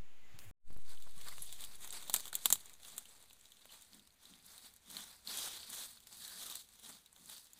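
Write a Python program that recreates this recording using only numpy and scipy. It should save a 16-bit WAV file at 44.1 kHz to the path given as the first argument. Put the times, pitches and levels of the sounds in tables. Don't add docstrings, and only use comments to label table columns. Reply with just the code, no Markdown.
import sys
import numpy as np
from scipy import signal
from scipy.fft import rfft, irfft
from scipy.io import wavfile
from scipy.ndimage import uniform_filter1d

SR = 44100
rng = np.random.default_rng(int(sys.argv[2]) if len(sys.argv) > 2 else 0)


def master_out(mix):
    frames = np.transpose(np.atleast_2d(mix))
    ceiling = np.clip(frames, -1, 1)
    pcm = np.round(ceiling * 32767).astype(np.int16)
    wavfile.write(sys.argv[1], SR, pcm)


N = 334719
T = np.arange(N) / SR
STOP_S, START_S = .5118, .6

# (frequency [Hz], density [dB per Hz])
FOREST_COLOUR = [(70, -45), (170, 3), (1200, -2.5), (2600, 1), (4000, -6), (5600, -12), (6900, -5.5),
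                 (8400, -16.5), (15300, -16), (15750, -35)]
# (time [s], forest level [dB], treble of the finger rub relative to it [dB])
FOREST_AND_FINGER = [(0, -70.5, -18), (.22, -69.5, -18), (.36, -64.5, -24), (.384, -68, -21),
                     (.39, -64, -3), (.448, -63, -1), (.456, -65, -4), (.498, -66, -3), (.51, -69, -5)]
QUIET_DB = -78
# (time [s], level [dB])
RUMBLE = [(0, -56), (.04, -69.5), (.1, -83), (.38, -65.5), (.49, -73), (.59, -54), (.7, -58), (.76, -74),
          (.82, -68), (1.08, -74.5), (1.16, -67.5), (2.45, -74.5), (2.52, -62), (2.6, -75), (3.55, -81.5),
          (5.5, -75.5), (7.59, -82)]
# (time [s], peak [dB], start frequency [Hz], length [s])
PUSHES = [(.34, -52.5, 125, 0.017), (.443, -53.5, 125, .068), (0.884, -61, 120, .025),
          (1.168, -58, 181, .016), (1.402, -61, 170, .018)]
# (time [s], level before colouring [dB])
BUTTON_CREAKS = [(.39, -32), (.3953, -44), (.4008, -43), (.4101, -48)]
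# (frequency [Hz], gain [dB])
CREAK_COLOUR = [(400, -25), (2000, -4), (15300, -4), (15800, -25)]

# (reference time [s], level at that time [dB], time constant [s])
OFFSETS = [(0, -37, 0.46), (.84, -30, 0.56)]
# (time [s], gain [dB])
FADE_IN = [(.6, -50), (.64, -32), (.66, -16), (.68, -8.5), (.705, -3.5), (.77, .2), (.84, 1.8)]
# (time [s], change [dB])
GAIN_STEPS = [(.7054, -2), (.7253, 1), (.7654, -1.8), (.7854, 1)]
EDGE_HZ = 16575

# (time [s], level [dB], hold [s])
THUDS = [(.7, -67, 0), (1.27, -75, 0), (1.6, -81, .2), (2.046, -71, .1), (2.34, -79, 0.0097),
         (2.51, -65, 0.023), (2.94, -75, 0.023), (3.67, -80, 0), (3.943, -65.5, 0.039),
         (4.31, -63.5, 0.0082), (4.438, -78, .03), (4.64, -75, 0), (4.893, -66.5, 0.11),
         (5.284, -68.5, 0.048), (5.695, -70, 0.023), (6.198, -74, 0.00035), (6.37, -72, .02),
         (6.51, -83, 0), (6.858, -69, 0.074), (7.195, -71, 0.078), (7.58, -74, 0)]
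THUD_RISE_S, THUD_FALL_S = .045, 0.1
GROUND_HZ, GROUND_WIDTH_HZ = 210.5, 88
GROUND_HUM_DB, GROUND_FOLLOWS = -82, 0.48

# (time [s], length [s], start frequency [Hz], end frequency [Hz], width [Hz], level before fading the ends [dB])
RUBS = [(0.214, 0.067, 2060, 1990, 18, -71.5), (0.282, 0.062, 2000, 2020, 80, -75),
        (1.061, 0.022, 944, 890, 590, -62), (1.16, .08, 1165, 1120, 82, -74),
        (1.266, 0.036, 1183, 1203, 170, -57), (1.27, 0.024, 1640, 1670, 210, -57),
        (1.313, 0.025, 2050, 2060, 170, -59), (1.318, .025, 1180, 1210, 120, -62.5),
        (3.613, 0.019, 3720, 3680, 180, -63.5), (3.687, 0.029, 2970, 3030, 150, -62.5),
        (6.171, 0.25, 1748, 1560, 280, -65.5), (6.417, 0.15, 1297, 1146, 220, -64.5)]
# (time [s], level [dB])
TINKS = [(1.422, -31.5), (1.4556, -43)]
# (frequency [Hz], relative level [dB], decay by 60 dB [s])
TINK_MODES = [(8750, -8, 0.027), (9162, -4, 0.016), (10520, 4, 0.0082), (11220, -3.5, 0.049)]

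# (time [s], level before halving [dB], treble [dB], mids [dB],
# ring frequency [Hz], ring boost, at most 16 in use [dB], crack time constant [s])
SNAPS = [(.7736, -48, -3, 5, 11200, 15, .0005), (.974, -47.5, -19, -3, 2970, 17, .00057),
         (1.0233, -43, -7, -2, 3790, 5, .001), (1.2123, -39.5, -11, -1, 7620, 8, 0.00048),
         (1.2847, -34, -8, 3, 5300, 4, 0.00035), (1.3248, -43, -9, 7, 2110, 4, .0017),
         (1.3814, -39, -6, 15, 2950, 14, .00084), (1.421, -33.5, 2, 0, 11280, 12, .0017),
         (1.5262, -33.5, -5, 4, 3880, 5, 0.00039), (1.607, -37, -2, -7, 3490, 6, .0011),
         (1.6394, -33.5, -5, -14, 3240, 10, .00063), (1.6475, -35, 15, 0, 10030, 8, .00054),
         (1.755, -42, 5, -5, 10500, 14, .0017), (1.845, -38, -6, 16, 7800, 12, 0.00089),
         (1.875, -37, -1, 7, 4050, 6, 0.0009), (1.9053, -31.5, -12, -10, 7540, 15, 0.00094),
         (1.926, -33.5, 7, 3, 3790, 16, 0.00057), (2.0253, -39.5, -7, 8, 4050, 5, .00088),
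         (2.079, -40.5, 10, -4, 14860, 6, .0007), (2.097, -24, -6, 6.5, 7240, 0, 0.00065),
         (2.1325, -32, 12, -8, 10120, 3, 0.00069), (2.1403, -13, 4.5, 7, 4300, 13.5, 0.00075),
         (2.1444, -26, -9, 13.5, 7580, 1, 0.0014), (2.1622, -21, -3.5, 5.5, 7750, 8, 0.00089),
         (2.183, -37, -4, -4, 7670, 7, .0009), (2.1976, -35, -4, 7, 4390, 10, .0012),
         (2.2043, -32.5, -2, 7, 4610, 10, .00062), (2.255, -34, -11, 1, 3170, 5, 0.00099),
         (2.279, -36, -5, -12, 3530, 5, .00035), (2.3286, -33, -10, 6.5, 1370, 9.5, 0.0044),
         (2.342, -34, -8, -13, 4130, 4, .0006), (2.3525, -19, 2.5, -5, 9650, 0.5, 0.0012),
         (2.389, -42, -6, -5, 4090, 8, .0007), (2.4567, -12, -4.5, 2.5, 12700, 3, 0.0017),
         (2.4619, -28.5, -14, 3, 6800, 1, .0011), (2.5026, -18.5, -3.5, 5, 7580, 5, 0.0009),
         (2.505, -27, -5, 10, 3790, 3, .0013), (2.5256, -8.5, 0.5, 0, 7100, 4, .0008),
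         (2.556, -31.5, -9, 3.5, 14640, 7, .0015), (2.607, -46, -2, -5, 4440, 13, .0013),
         (2.6576, -41, 7, 5, 7580, 12, .0006), (2.6957, -45, -8, 5, 2110, 16, .00089),
         (2.733, -46, 0, 2, 9090, 7, .0008), (2.8322, -44.5, -8, 2, 4350, 8, .0012),
         (2.8484, -39.5, -15, -1, 2800, 9, 0.00064), (2.9649, -42, 17, 6, 10680, 4, .0011),
         (2.9798, -26, -2.5, 2, 8200, 8, 0.00079), (3.2255, -48, 5, 2, 5120, 16, .0009),
         (3.3304, -45.5, -5, 0, 9260, 3, .0005), (3.4554, -46, -15, -7, 6100, 10, 0.001),
         (3.6554, -44, -7, 12.5, 600, 16, .00093), (3.8215, -43.5, 5, 4, 4050, 7, .0005),
         (4.073, -51.5, -7, 4, 5400, 16, .0028), (4.1054, -54.5, -8, 0, 4420, 10, .00088),
         (4.2536, -43.5, -15, -14, 4040, 9, .00056), (4.579, -42, 1, -9, 4300, 16, 0.0028),
         (4.738, -49, 12, 12, 4180, 16, .0007), (4.7634, -47.5, 16, 5, 7620, 3, .0006),
         (4.9012, -40.5, -6, -13, 4160, 7, .0015), (4.9676, -30, -9, 5, 4270, 13, .0015),
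         (5.273, -31, -11, -12, 4270, 16, 0.0023), (5.373, -29.5, 8, -2, 11200, 9, .0011),
         (5.3879, -31, 10, 2, 10000, 13, 0.00034), (5.6302, -38, -23, -6, 4140, 8, .001),
         (5.7004, -34, 4, -0.5, 10000, 13, .00053), (5.973, -47, -13, -6, 4310, 15, .0015),
         (6.07, -44, -4.5, 6, 5160, 15, 0.0049), (6.127, -42.5, -12.5, -11, 6900, 16.5, 0.001),
         (6.2488, -37.5, -13, -11, 4010, 17, 0.0021), (6.2787, -36.5, -4, -5, 4010, 11, .0012),
         (6.4991, -32.5, -21, -13, 11500, 16, .0009), (6.5234, -39, -10, 0, 3830, 10, .0007),
         (6.554, -31, 3, 3.5, 4130, 14, 0.0024), (7.1283, -46.5, 6, 18.5, 9300, 10, 0.00068),
         (7.1621, -48.5, -9, .5, 3960, 10, .0008), (7.297, -39.5, -12, -1, 10940, 12, 0.0027),
         (7.3806, -42.5, -8, 4, 5700, 16, .001), (7.4695, -50.5, -8, -3, 5200, 16, .00066),
         (7.5328, -41.5, -2, -10, 6740, 11, 0.00065)]
# (frequency [Hz], density [dB per Hz])
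CRACK_COLOUR = [(70, -43), (200, -13), (450, -25.5), (900, -14), (1400, -18.5), (2400, -20), (3700, -4),
                (5200, -18.5), (7400, 1), (10300, -5), (12000, -4), (15300, -4.5), (15750, -30),
                (16500, -30)]
SNAP_T60_S, TAIL_S_PER_DB = 0.041, .0006
CRACKLE_DB, CRACKLE_FOLLOWS, CRACKLE_SPREAD_DB = -44.5, 0.44, 1.5

# (full-strength start [s], rustle [dB], rise [s], hold [s],
# fall [s], treble of dry leaves [dB], mids of dragged soil [dB])
STROKES = [(0.653, -71.5, 0.38, 0, 0.39, 0, 6), (0.787, -72.5, 0.18, 0.014, .2, -3, 1),
           (.912, -60, 0.08, 0.0071, 0.09, -1, 3), (1.038, -66, 0.11, 0.0077, 0.36, -1.5, 0),
           (1.18, -64, 0.068, 0, .4, -3, 2.5), (1.28, -55.5, 0.1, 0, .16, -1.5, 1),
           (1.41, -61.5, 0.2, 0.13, .2, 0.5, -3.5), (1.628, -56.5, 0.11, 0.011, .15, -1, -1),
           (1.737, -66, .2, 0.017, .05, 0, 1), (1.826, -58.5, 0.067, 0.01, 0.13, 3, 3),
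           (1.944, -52, 0.061, 0.0088, 0.094, -2, -1), (2.013, -64.5, .2, 0.056, 0.34, 0, 2),
           (2.157, -48, 0.037, 0.0028, .09, 0, -2), (2.27, -58, 0.094, 0, 0.056, 1.5, 3),
           (2.345, -57.5, 0.029, 0.02, 0.1, -4, 2), (2.465, -51, 0.095, 0, 0.073, 1.5, -3),
           (2.521, -56, 0.06, 0.02, 0.11, 3.5, -3.5), (2.625, -68, .2, 0.091, 0.13, -0.5, 3),
           (2.868, -60.5, 0.096, 0.01, 0.4, 1, 0.5), (3.137, -72.5, .3, 0.071, 0.2, 1.5, 2.5),
           (3.553, -71.5, 1, 0.0069, 0.36, 0.5, -1), (3.716, -63, 0.079, 0.022, 0.2, -2, -1.5),
           (3.937, -69.5, 0.35, 0.015, 0.25, -0.5, -0.5), (4.234, -66, 0.081, 0, 0.33, -3, -1.5),
           (4.362, -70.5, 0.26, 0.024, .04, -3, 1), (4.46, -65.5, 0.085, 0.16, 0.22, -0.5, -1),
           (4.664, -59, 0.05, 0, 0.06, -1.5, -2.5), (4.75, -73, 0.11, 0, .1, -2, -4),
           (4.921, -55, 0.088, 0.087, 0.22, -2.5, -1.5), (5.106, -67.5, 0.14, 0.044, 0.1, -2.5, -2),
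           (5.294, -46.5, 0.049, 0.17, 0.32, -4.5, -4), (5.733, -52.5, 0.083, 0.084, 0.2, 0, -3.5),
           (6.13, -61.5, 0.09, 0.0023, 0.16, 0, -3), (6.235, -54, .15, 0, 0.23, -1.5, -7),
           (6.403, -54, 0.22, .12, .15, -0.5, -5), (6.578, -58.5, .1, .03, 0.06, -1.5, -10),
           (6.74, -69.5, .2, 0.0055, .3, -1, -4), (6.877, -56.5, 0.14, 0.0067, .18, -1, -3.5),
           (7.178, -71.5, .08, 0.12, .2, 4, 1.5), (7.314, -56.5, 0.083, 0, 0.21, 0, -4.5),
           (7.55, -73, 0.21, 0.014, 0.13, -2, -1)]
SLOPE_DB, SETTLE_DB = 21, -83
GRAINY_DB, SMOOTHING = 2.5, 0.085
# (frequency [Hz], gain on white noise [dB])
LITTER_COLOUR = [(150, -4.5), (350, 3), (800, 5.5), (1500, 4), (2300, 4), (2900, 3.5), (3500, 10.5),
                 (4200, 11.5), (4900, 3), (5600, 2.5), (7200, 9.5), (10500, 7), (12800, 1.5), (15400, 2),
                 (15800, -43)]
# (frequency [Hz], difference [dB])
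SOIL_COLOUR = [(300, -1.5), (450, -2), (900, 0.5), (1600, 2), (2700, -2.5), (4000, 0), (5200, 1.5),
               (7000, -1), (11000, 0.5), (14000, 1.5)]
# (time [s], share of soil [0 to 1])
ON_SOIL = [(3.6, 0), (4.0, 1)]


def gain_of(db):
    return 10 ** (np.asarray(db) / 20)


def evened(x):
    return x / np.sqrt(np.mean(x ** 2) + 1e-20)


def read(points, hz):
    f, value = np.transpose(points)
    return np.interp(np.log(hz + 1), np.log(f + 1), value)


def columns(rows, t):
    s, *cols = np.transpose(rows)
    return [np.interp(t, s, c) for c in cols]


def add(mix, s, sound):
    part = mix[round(s * SR):][:len(sound)]
    part += sound[:len(part)]


def shares(hz):
    treble_share = read([(4800, 0), (6500, 1)], hz)
    mids_share = read([(2200, 1), (3000, 0)], hz)
    return treble_share, mids_share


def coloured(x, points):
    hz = np.fft.rfftfreq(len(x), 1 / SR)
    return irfft(rfft(x) * gain_of(read(points, hz)), len(x))


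def shaped(x, db_of):
    hz, t, z = signal.stft(x, SR, nperseg=256, noverlap=192)
    weighted = z * gain_of(db_of(hz[:, None], t))
    return signal.istft(weighted, SR, nperseg=256, noverlap=192)[1][:len(x)]


def band(lo_hz, hi_hz, order=2):
    sos = signal.butter(order, [lo_hz, hi_hz], "band", fs=SR, output="sos")
    return evened(signal.sosfilt(sos, rng.standard_normal(N)))


def swells(t, s, db, rise, hold, fall):
    s, db, rise, hold, fall = (np.reshape(v, (-1, 1)) for v in (s, db, rise, hold, fall))
    early = (s - t) / np.maximum(rise, .01)
    late = (t - s - abs(hold)) / np.maximum(fall, .01)
    outside = np.maximum(np.maximum(early, late), 0)
    return gain_of(2 * (db - SLOPE_DB * outside))


def forest():
    return evened(coloured(rng.standard_normal(N), FOREST_COLOUR))


def rumble():
    return gain_of(columns(RUMBLE, T)[0]) * band(12, 94)


def pushes():
    out = np.zeros(N)
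    for s, db, hz, length in PUSHES:
        t = np.arange(0, length, 1 / SR)
        bump = np.sin(np.pi * t / length)
        add(out, s, gain_of(db) * bump * np.sin(2 * np.pi * hz * t * (1 - 3.2 * t)))
    return out


def button():
    out, t = np.zeros(N), np.arange(300) / SR
    noise = rng.standard_normal((len(BUTTON_CREAKS), 300))
    for (s, db), n in zip(BUTTON_CREAKS, noise):
        add(out, s, gain_of(db) * coloured(n, CREAK_COLOUR) * np.exp(-t / .0003))
    return out


def before_stop():
    level, rub = columns(FOREST_AND_FINGER, T)
    finger = gain_of(rub) * band(6500, 15400, order=6)
    return (gain_of(level) * (forest() + finger) + button()) * (T < STOP_S)


def ground():
    drum = band(GROUND_HZ - GROUND_WIDTH_HZ / 2, GROUND_HZ + GROUND_WIDTH_HZ / 2)
    s, db, hold = np.transpose(THUDS)
    t = T[::64]
    thuds = swells(t, s, db, THUD_RISE_S, hold, THUD_FALL_S).sum(0)
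    hum = gain_of(2 * (GROUND_HUM_DB + GROUND_FOLLOWS * (hand(t)[0] + 64.5)))
    return np.interp(T, t, np.sqrt(thuds + hum)) * drum * (T > START_S)


def rubs():
    out = np.zeros(N)
    noise = rng.standard_normal((len(RUBS), 2, SR // 2))
    for (s, length, hz0, hz1, width, db), (a, b) in zip(RUBS, noise):
        n = round(length * SR)
        pole = np.exp(-np.pi * width / SR)
        wander = signal.lfilter([1], [1, -pole], a + 1j * b)[-n:]
        carrier = np.exp(2j * np.pi * np.cumsum(np.linspace(hz0, hz1, n)) / SR)
        tone = (wander * carrier).real
        add(out, s, gain_of(db) * evened(tone) * signal.windows.tukey(n, .6))
    return out


def tinks():
    out, t = np.zeros(N), np.arange(3000) / SR
    ring = sum(gain_of(db - 60 * t / t60) * np.sin(2 * np.pi * hz * t) for hz, db, t60 in TINK_MODES)
    for s, db in TINKS:
        add(out, s, gain_of(db) * ring * (1 - np.exp(-t / .002)))
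    return out


def crackles(count=34):
    u, g = rng.random((count, 4)).T, rng.standard_normal((count, 3)).T
    s = START_S + (T[-1] - START_S) * u[0]
    db = CRACKLE_DB + CRACKLE_FOLLOWS * (hand(s)[0] + 65) + CRACKLE_SPREAD_DB * g[0]
    treble, mids = -6 + 6 * g[1], -3 + 6 * g[2]
    ring_hz, ring_db = 2500 * 4.5 ** u[1], 8 + 8 * u[2]
    return list(zip(s, db, treble, mids, ring_hz, ring_db, 0.00045 + .0009 * u[3]))


def snaps(tail_db=-14, ring_width=0.11):
    out, t = np.zeros(N), np.arange(4096) / SR
    hz = np.fft.rfftfreq(4096, 1 / SR)
    hi, lo = shares(hz)
    lo = lo * read([(200, 0), (500, 1)], hz)
    rows = SNAPS + crackles()
    noise = rng.standard_normal((len(rows), 4096))
    for (s, db, treble, mids, ring_hz, ring_db, crack), n in zip(rows, noise):
        ring = min(ring_db, 16) / (1 + ((hz / ring_hz - 1) / ring_width) ** 2)
        colour = read(CRACK_COLOUR, hz) + hi * treble + lo * mids + ring
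        body = irfft(rfft(n) * gain_of(colour))
        t60 = max(SNAP_T60_S + TAIL_S_PER_DB * (db + 32.5), .01)
        shape = np.exp(-t / max(crack, 1e-4)) + gain_of(tail_db - 60 * t / t60)
        shape *= (1 - np.exp(-t / .0003)) ** 2
        body /= np.sqrt(np.average(body ** 2, weights=shape ** 2))
        add(out, s, gain_of(db) * body * shape / shape.max() / 2)
    return out


def hand(t):
    *shape, treble, mids = np.transpose(STROKES)
    power = swells(t, *shape)
    total = power.sum(0) + gain_of(2 * SETTLE_DB)
    return 10 * np.log10(total), treble @ power / total, mids @ power / total


def litter_grains(per_s=5000, register_db=9):
    coarse = T[::64]
    grainy = GRAINY_DB - SMOOTHING * (np.interp(T, coarse, hand(coarse)[0]) + 60)
    size_db = np.clip(grainy, 0, 7) * np.minimum(rng.exponential(1, N), 6)
    size = gain_of(size_db) * (rng.random(N) < per_s / SR)
    kind, t, ticks = rng.integers(0, 12, N), np.arange(512) / SR, np.zeros(N)
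    centres = np.geomspace(800, 14000, 12)
    lengths = rng.permutation(np.geomspace(.0002, .002, 12))
    for k, (centre, length) in enumerate(zip(centres, lengths)):
        register = [(400, 0), (centre / 1.4, 0), (centre, register_db), (centre * 1.4, 0)]
        decay = np.exp(-t / length) + 0.24 * np.exp(-t / 0.0074)
        puff = coloured(rng.standard_normal(512), register) * decay
        ticks += signal.oaconvolve(size * (kind == k), evened(puff))[:N]
    return ticks / np.sqrt(uniform_filter1d(ticks ** 2, 9000) + 1e-9)


def litter(bed=0.4, patchy_db=1.2, burst_db=1.2):
    source = litter_grains() + bed * rng.standard_normal(N)

    def db_of(hz, t):
        level, treble, mids = hand(t)
        hi, lo = shares(hz)
        patches = rng.standard_normal((len(t), len(hz))).T
        patches = evened(uniform_filter1d(uniform_filter1d(patches, 14, 0), 18, 1))
        bursts = evened(uniform_filter1d(rng.standard_normal(len(t)), 12))
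        hollow = read([(4700, 0), (5500, 0.63), (6500, 0.19)], hz) * -.8 * (treble + 2)
        soil = columns(ON_SOIL, t)[0] * read(SOIL_COLOUR, hz)
        tilt = hi * treble + lo * mids + hollow + soil
        drift = evened(uniform_filter1d(rng.standard_normal(len(t)), 60))
        wander = 1 + 0.047 * drift * (hz < 9000)
        return read(LITTER_COLOUR, hz * wander) + level + tilt + patchy_db * patches + burst_db * bursts
    return shaped(source, db_of)


def scene():
    quiet = gain_of(QUIET_DB) * forest()
    after_start = (quiet + tinks() + snaps() + litter()) * (T > START_S)
    return (before_stop() + rumble() + pushes() + ground() + rubs() + after_start)[None]


def settling_offset():
    (s1, db1, tau1), (s2, db2, tau2) = OFFSETS
    first = gain_of(db1) * np.exp((s1 - T) / tau1)
    second = gain_of(db2) * np.exp((s2 - T) / tau2)
    return -np.where(T < STOP_S, first, second)


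def record(dry):
    restart_db = columns(FADE_IN, T)[0] + sum(db * (T > s) for s, db in GAIN_STEPS)
    gain = np.where(T < STOP_S, 1, gain_of(restart_db))
    taps = signal.firwin(511, EDGE_HZ, window=("kaiser", 9), fs=SR)
    padded = np.pad((dry + settling_offset()) * gain, ((0, 0), (255, 255)), "edge")
    return signal.oaconvolve(padded, taps[None], "valid")


dry = scene()
out = record(dry)
master_out(out)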